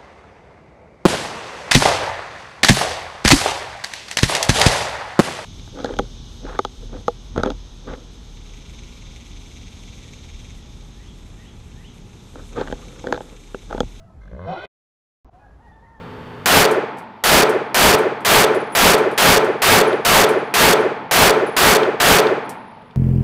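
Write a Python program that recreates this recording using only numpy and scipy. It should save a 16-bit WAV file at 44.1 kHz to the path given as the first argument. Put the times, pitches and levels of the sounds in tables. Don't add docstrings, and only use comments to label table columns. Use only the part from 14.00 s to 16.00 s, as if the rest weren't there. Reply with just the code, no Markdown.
import sys
import numpy as np
from scipy import signal
from scipy.io import wavfile
from scipy.ndimage import uniform_filter1d

SR = 44100
rng = np.random.default_rng(int(sys.argv[2]) if len(sys.argv) > 2 else 0)


def attenuation_scalar(level_db):
    decades = np.asarray(level_db, float) / 20
    return 10 ** decades


def digitize_waveform(pressure):
    field = np.atleast_2d(pressure).T
    bounded = np.clip(field, -1, 1)
    quanta = np.round(bounded * 32767).astype(np.int16)
    wavfile.write(sys.argv[1], SR, quanta)


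N = 88200
T = np.arange(N) / SR


def unit_rms(x):
    return x / np.sqrt(np.mean(x ** 2) + 1e-20)


def curve(table, column):
    rows = np.array(table, float)
    return np.interp(T, rows[:, 0], rows[:, column])


def gain(table, column):
    inside = np.minimum(T - table[0][0] + .004, table[-1][0] - T + .004)
    return attenuation_scalar(curve(table, column)) * np.clip(inside / .004, 0, 1)


def wobble(hz):
    b, a = signal.butter(2, hz, fs=SR)
    return unit_rms(signal.lfilter(b, a, rng.standard_normal(N)))


def resonate(x, hz, width_hz):
    turn = np.exp(2j * np.pi * np.cumsum(hz * np.ones(N)) / SR)
    r = np.exp(-np.pi * width_hz / SR)
    return 2 * (turn * signal.lfilter([1 - r], [1, -r], x / turn)).real


def tube(x, modes):
    out = np.zeros(N)
    for k, (hz, width_hz, db) in enumerate(modes):
        formant = resonate(resonate(x, hz, 2.0 * width_hz), hz, 1.8 * width_hz)
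        out += (-1) ** k * attenuation_scalar(db) * formant / np.sqrt(width_hz)
    return unit_rms(out)


def partials(table, orders, jitter, shimmer_db, shimmer_hz):
    turns = np.cumsum(curve(table, 1) * (1 + jitter * wobble(76.4))) / SR
    tones = np.zeros(N)
    for order, db in orders:
        shimmer = attenuation_scalar(db + shimmer_db * wobble(shimmer_hz))
        tones += shimmer * np.cos(2 * np.pi * (round(order) * turns + rng.random()))
    return np.sqrt(2) * tones * gain(table, 2), turns


def field(spectrum, db, patchy_db):
    gust_s, gust_db = 1.68, 4
    frames = N // 256 + 5
    hz = np.fft.rfftfreq(1024, 1 / SR)
    column_hz = hz[:, None]
    a, b, patches = rng.standard_normal((frames, 513, 3)).T
    patches = uniform_filter1d(patches, size=10, axis=0)
    patches = unit_rms(uniform_filter1d(patches, size=12, axis=1))
    f, density_db = np.transpose(spectrum)
    shape_db = np.interp(np.log(hz + 1), np.log(f + 1), density_db)[:, None]
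    z = (a + 1j * b) * attenuation_scalar(shape_db + patchy_db * patches * (column_hz < 3000))
    gust = np.exp(-((np.arange(frames) * 256 / SR - gust_s) / 0.03) ** 2)
    rustle_db = gust_db * gust * (column_hz > 2300)
    notch_db = 7 * np.exp(-((column_hz - 8300) / 350) ** 2)
    z = z * attenuation_scalar(rustle_db - notch_db - 6.5 * (column_hz > 12000))
    return attenuation_scalar(db) * unit_rms(signal.istft(z, nperseg=1024, noverlap=768)[1][:N])


def far_overtones():
    # (start t/s, length t/s, f/Hz, level/dB)
    bands = [(1.39, 0.051, 2480, -72.5), (1.611, .075, 2850, -78), (1.714, 0.056, 3540, -73),
             (1.78, 0.046, 3560, -79), (1.862, 0.015, 2030, -60), (1.9, 0.013, 2060, -64),
             (1.87, 0.082, 1380, -67.5), (2.2, 0.086, 3190, -77), (1.94, 0.058, 3300, -80.5),
             (-.03, 0.13, 1970, -76)]
    out = np.zeros(N)
    for start, length, hz, db in bands:
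        swell = np.sin(np.pi * np.clip((T - start) / length, 0, 1)) ** .5
        phase = 2 * np.pi * np.cumsum(hz * (1 + .006 * wobble(150))) / SR
        out += attenuation_scalar(db + .8 * wobble(50)) * np.sqrt(2) * swell * np.sin(phase)
    return out


def far_whines():
    # (t/s, f/Hz, tone level/dB, octave level/dB)
    early_calls = [
        [(0, 647.6, -54, -62.5), (.05, 672, -52.5, -83), (.075, 653.5, -105, -59), (.105, 646, -48.5, -63.5),
         (.16, 644, -99, -78), (.26, 641, -61, -62)],
        [(1.288, 721, -78, -75), (1.293, 736, -51.5, -66), (1.3, 696, -54, -73)],
        [(1.4, 729, -76, -70), (1.435, 736, -78, -65.5), (1.45, 736, -77, -60)],
    ]
    # (t/s, f/Hz, tone level/dB, octave level/dB)
    later_calls = [
        [(1.33, 687, -57, -73), (1.343, 708.3, -53.5, -77), (1.385, 757, -52, -99), (1.405, 849, -64, -80),
         (1.45, 830, -54, -70), (1.47, 750, -56, -87), (1.485, 760, -75, -78)],
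        [(1.39, 843, -65, -73), (1.46, 823, -79, -60), (1.52, 829, -77, -61), (1.6, 817, -67, -76)],
        [(1.595, 762.6, -55, -87), (1.606, 848, -55, -69), (1.622, 938, -60, -67), (1.655, 943, -57, -62),
         (1.672, 869, -53, -62), (1.69, 760, -56, -72)],
        [(1.65, 938, -80, -77), (1.69, 950, -90, -55), (1.72, 920, -90, -64), (1.76, 880, -85, -75)],
        [(1.705, 750, -86, -78), (1.712, 763, -43.5, -74), (1.722, 876.4, -54.5, -60.5),
         (1.782, 898, -55.5, -60.5), (1.81, 873, -62, -63), (1.838, 941, -54, -57.5),
         (1.875, 898, -54.5, -59.5), (1.92, 921, -56.5, -60), (2, 869, -53.5, -55)],
    ]
    out = np.zeros(N)
    for call in early_calls + later_calls:
        phase = 2 * np.pi * np.cumsum(curve(call, 1) * (1 + .008 * wobble(120))) / SR
        tone = gain(call, 2) * attenuation_scalar(1.8 * wobble(60)) * np.sin(phase)
        octave = gain(call, 3) * (.9 + .35 * wobble(70)) * np.sin(2 * phase)
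        out += np.sqrt(2) * (tone + octave)
    out += far_overtones()
    t = T[:8000]
    tail = rng.standard_normal(len(t)) * attenuation_scalar(-60 * t / .3) * (t > .012)
    return out + attenuation_scalar(-11) * signal.fftconvolve(out, tail / np.linalg.norm(tail))[:N]


def lower_voice():
    # (t/s, f/Hz, level/dB)
    voices = [
        [(.05, 190.7, -62), (.09, 187, -45), (.13, 187, -59.5)],
        [(.56, 350, -48), (.575, 354, -37.5), (.59, 345.5, -43), (.6, 356, -53)],
        [(.6, 197, -51), (.625, 202.5, -46), (.645, 208.8, -42), (.66, 208.3, -45.5)],
    ]
    # (multiple, level/dB)
    voice_orders = [
        [(1, -2.5)],
        [(1, -0.5)],
        [(2, 0), (3, -1.5), (4, -7), (5, -9.5)],
    ]
    return sum(partials(table, orders, jitter=.01, shimmer_db=2.5, shimmer_hz=60)[0]
               for table, orders in zip(voices, voice_orders))


def growl():
    # (t/s, f/Hz, chest level/dB, slap level/dB, puff level/dB)
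    pulses = [(.13, 79, -50.5, -77.5, -104), (.18, 70.4, -40.5, -73, -102), (.22, 45.8, -41, -60.5, -54),
              (.28, 48.96, -38.5, -61, -59), (.31, 55.8, -45.5, -49, -58), (.34, 60.1, -32.5, -43, -67),
              (.374, 63.1, -39.5, -44, -67.5), (.388, 85.3, -39.5, -39.5, -66.5),
              (.47, 98.1, -33, -43, -61)]
    # (f/Hz, width f/Hz, level/dB)
    slap_ring = [(587, 97, 1), (453, 219, -4), (1050, 330, -21.5)]
    # (f/Hz, width f/Hz, level/dB)
    puff_ring = [(1564, 120, -3.5), (2084, 59, -7), (1060, 127.7, -5.5), (3420, 200, -19), (4162, 250, -20),
                 (5957, 520, -23)]
    # (t/s, extra puff level/dB)
    accents = [(0.209, 8), (.236, 0), (.28, 15), (.331, 10), (0.348, 9.5), (.394, 10.5), (0.431, 0),
               (.452, 5.5)]
    slap_at_s = .3315
    chest_hz, chest_width_hz, chest_db = 173.5, 36, -5
    mouth_opens_s, mouth_db = .388, 10.5

    hz = curve(pulses, 1)
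    turns = np.cumsum(hz * (1 + 0.004 * wobble(40))) / SR
    turns = turns - turns[round(slap_at_s * SR)]

    chest = np.sin(2 * np.pi * turns - .7)
    chest_opens = np.clip((T - .24) / .08, .1, 1)
    for k in (2, 3, 4):
        resonance = .85 / (1 + ((k * hz - chest_hz) / chest_width_hz) ** 2) * chest_opens
        lift = attenuation_scalar(chest_db + 2 * wobble(30)) * (.45 / k + resonance)
        chest += lift * np.sin(2 * np.pi * k * turns - 3.6)

    clicks = attenuation_scalar(1.2 * rng.standard_normal(N)) * (np.diff(np.floor(turns), prepend=0) > 0)
    slaps = uniform_filter1d(uniform_filter1d(clicks, size=18), size=18)
    part = (turns + .16) % 1
    puffs = part * np.exp(-part / 0.19) * rng.standard_normal(N) * attenuation_scalar(0.47 * wobble(25))
    ring = tube(unit_rms(slaps) + .22 * unit_rms(puffs), slap_ring)
    ring = ring / np.sqrt(abs(uniform_filter1d(ring ** 2, size=3000)) + 1e-6)

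    sharp_slaps = uniform_filter1d(clicks, size=9) * gain(pulses, 3)
    drive = unit_rms(puffs) + 0.5 * unit_rms(sharp_slaps)
    cycle = np.floor(turns + .16).astype(int) % 200
    accent_db = sum(db * np.exp(-((T - s - .002) / 0.0031) ** 2) for s, db in accents)
    colour_db = 2.2 * rng.standard_normal((200, len(puff_ring)))[cycle].T
    mouth_lift_db = mouth_db * (T > mouth_opens_s) + .5 * accent_db
    colour_db[[0, 2]] = .4 * colour_db[[0, 2]] + [accent_db, mouth_lift_db]
    colour_db[3:] += .4 * accent_db
    air = np.zeros(N)
    for k, mode in enumerate(puff_ring):
        colour = attenuation_scalar(uniform_filter1d(colour_db[k], size=130))
        air += (-1) ** k * attenuation_scalar(mode[2]) * tube(drive, [mode]) * colour
    return np.sqrt(2) * chest * gain(pulses, 2) + ring * gain(pulses, 3) + air * gain(pulses, 4)


def breath(turns):
    # (t/s, breath level/dB, hiss level/dB)
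    flow = [(.19, -86.5, -77), (.38, -53, -69.5), (.455, -48, -60.5), (.48, -35.5, -52.5),
            (.53, -34.5, -44), (.56, -32.5, -46), (.6, -39, -44), (.63, -43, -44.5), (.66, -38.5, -44)]
    # (f/Hz, width f/Hz, level/dB)
    throat = [(536, 150, -1), (737, 300, 1.5), (384.3, 310, -6), (1028, 560, -9), (1535, 82, -4.5),
              (109, 37, -15.5)]
    # (f/Hz, width f/Hz, level/dB)
    upper_throat = [(2078, 140, 3), (2484, 56, 3), (3057, 170, 1), (3510, 100, -2), (3960, 130, -2),
                    (4440, 75, -6.5), (5550, 557, -14.5), (6440, 270, -24.5), (6760, 500, -23.5),
                    (8900, 690, -31)]
    rasp = (.5 + np.exp(-(turns % 1) / .3)) * rng.standard_normal(N) * attenuation_scalar(.8 * wobble(60))
    air = tube(rasp, throat) * gain(flow, 1) + tube(rasp, upper_throat) * gain(flow, 2)
    air = air + 1.2 * np.clip((T - .61) / 0.026, 0, 1) * resonate(air, 9300, 1500)
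    air = air + 1.2 * np.exp(-((T - .49) / .04) ** 2) * resonate(air, 5550, 600)
    rising_hz = np.interp(T, (.5, .55), (6050, 6600))
    for hz, width_hz in ((2770, 160), (4900, 300), (rising_hz, 300)):
        air = air - .97 * resonate(air, hz, width_hz)
    return signal.sosfilt(signal.butter(8, 10300, fs=SR, output="sos"), air)


def haw():
    # (t/s, f/Hz, level/dB)
    voice = [(.455, 164, -52.5), (.47, 164.8, -38), (.48, 166.9, -32), (.5, 182, -30), (.51, 188, -34),
             (.548, 189.3, -33.5), (.562, 190.5, -47.5), (.575, 188.3, -48)]
    # (multiple, level/dB)
    voice_orders = [(2, -13), (4, 2.5), (5, -16.5), (8, -23)]
    # (t/s, f/Hz, overtone level/dB, tone level/dB)
    lagging = [(.455, 161.5, -46.5, -55.5), (.476, 163.9, -37, -39), (.492, 170.7, -35, -31),
               (.52, 179.8, -39.5, -30.5), (.538, 178.2, -29, -43), (.55, 187.6, -49.5, -50),
               (.57, 187, -54.5, -69.5)]
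    sound, turns = partials(voice, voice_orders, jitter=.011, shimmer_db=2.2, shimmer_hz=90)
    third, low_turns = partials(lagging, [(3, 0), (6, -11)], jitter=.008, shimmer_db=1.5, shimmer_hz=80)
    tone = np.sqrt(2) * np.sin(2 * np.pi * .96 * low_turns) * gain(lagging, 3)
    return sound + third + tone, turns


def squeal():
    # (t/s, f/Hz, level/dB)
    high_voice = [(.56, 342, -48), (.572, 349, -36), (.6, 364, -39), (.625, 378, -39), (.66, 386, -46)]
    # (multiple, level/dB)
    high_orders = [(2, -16), (3, -19), (4, 0)]
    return partials(high_voice, high_orders, jitter=.008, shimmer_db=2.2, shimmer_hz=90)[0]


def bray():
    voice, turns = haw()
    return lower_voice() + growl() + breath(turns) + voice + squeal()


def rumble():
    hz, width_hz = 55.4, 10.8
    x = resonate(rng.standard_normal(N), hz, width_hz)
    swell_db = 2 * np.sin(2 * np.pi * (T - 1.4) / 0.29)
    return attenuation_scalar(-49 + swell_db) * unit_rms(resonate(x, hz, 2 * width_hz))


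def first_view(far):
    # (f/Hz, level/dB per Hz)
    air_spectrum = [(24, -38), (55, 4.5), (190, -14), (600, -23), (1400, -31), (2300, -43), (7500, -50.5),
                    (15500, -61)]
    grain_levels = (-16.5, -41.5, -71)
    cut_s, grain_s = .6572, .0108
    first = bray() + far + field(air_spectrum, -48.0, patchy_db=3.5)
    cut, step = round(cut_s * SR), round(grain_s * SR)
    out = first * np.clip((cut_s - T) / 0.00093, 0, 1)
    soft = uniform_filter1d(first, size=7)
    for k, db in enumerate(grain_levels):
        grain = soft[cut - step * (k + 1):cut - step * k]
        out[cut + k * step:cut + (k + 1) * step] = attenuation_scalar(db) * signal.windows.tukey(step, .25) * grain
    return out


def second_view(far):
    # (f/Hz, level/dB per Hz)
    air_spectrum = [(24, -26), (60, -2), (280, -15.5), (1000, -19.5), (1750, -30), (2300, -37.5),
                    (7500, -49.5), (15500, -59)]
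    open_s, join_s, join_db, fade_s = 1.2464, 1.3, -16, 0.0395
    second = far + field(air_spectrum, -52.0, patchy_db=-0.94) + rumble()
    lowpass = signal.ellip(8, 1, 50, 6700, fs=SR, output="sos")
    dull = signal.sosfilt(lowpass, second - 0.36 * resonate(second, 62, 70))
    thump = 1.48 * resonate(dull, 250, 132) * np.exp(-abs(T - open_s) / 0.033) * 2.58
    lead = attenuation_scalar(-2.5) * (dull + thump + .5 * resonate(dull, 760, 510))
    out = lead * (T >= open_s) * np.clip((join_s - T) / .003, 0, 1)
    fade = attenuation_scalar(join_db * np.clip(1 - (T - join_s) / fade_s, 0, 1))
    out += second * (T >= join_s) * fade * np.clip((T - join_s) / 0.0058, 0, 1)
    out[round(open_s * SR)] -= attenuation_scalar(-50)
    return out


def scene():
    far = far_whines()
    return (first_view(far) + second_view(far))[None]


def top_cut(x):
    return signal.sosfilt(signal.butter(12, 15720, fs=SR, output="sos"), x)


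def record(dry):
    return top_cut(dry)


dry = scene()
out = record(dry)
digitize_waveform(out)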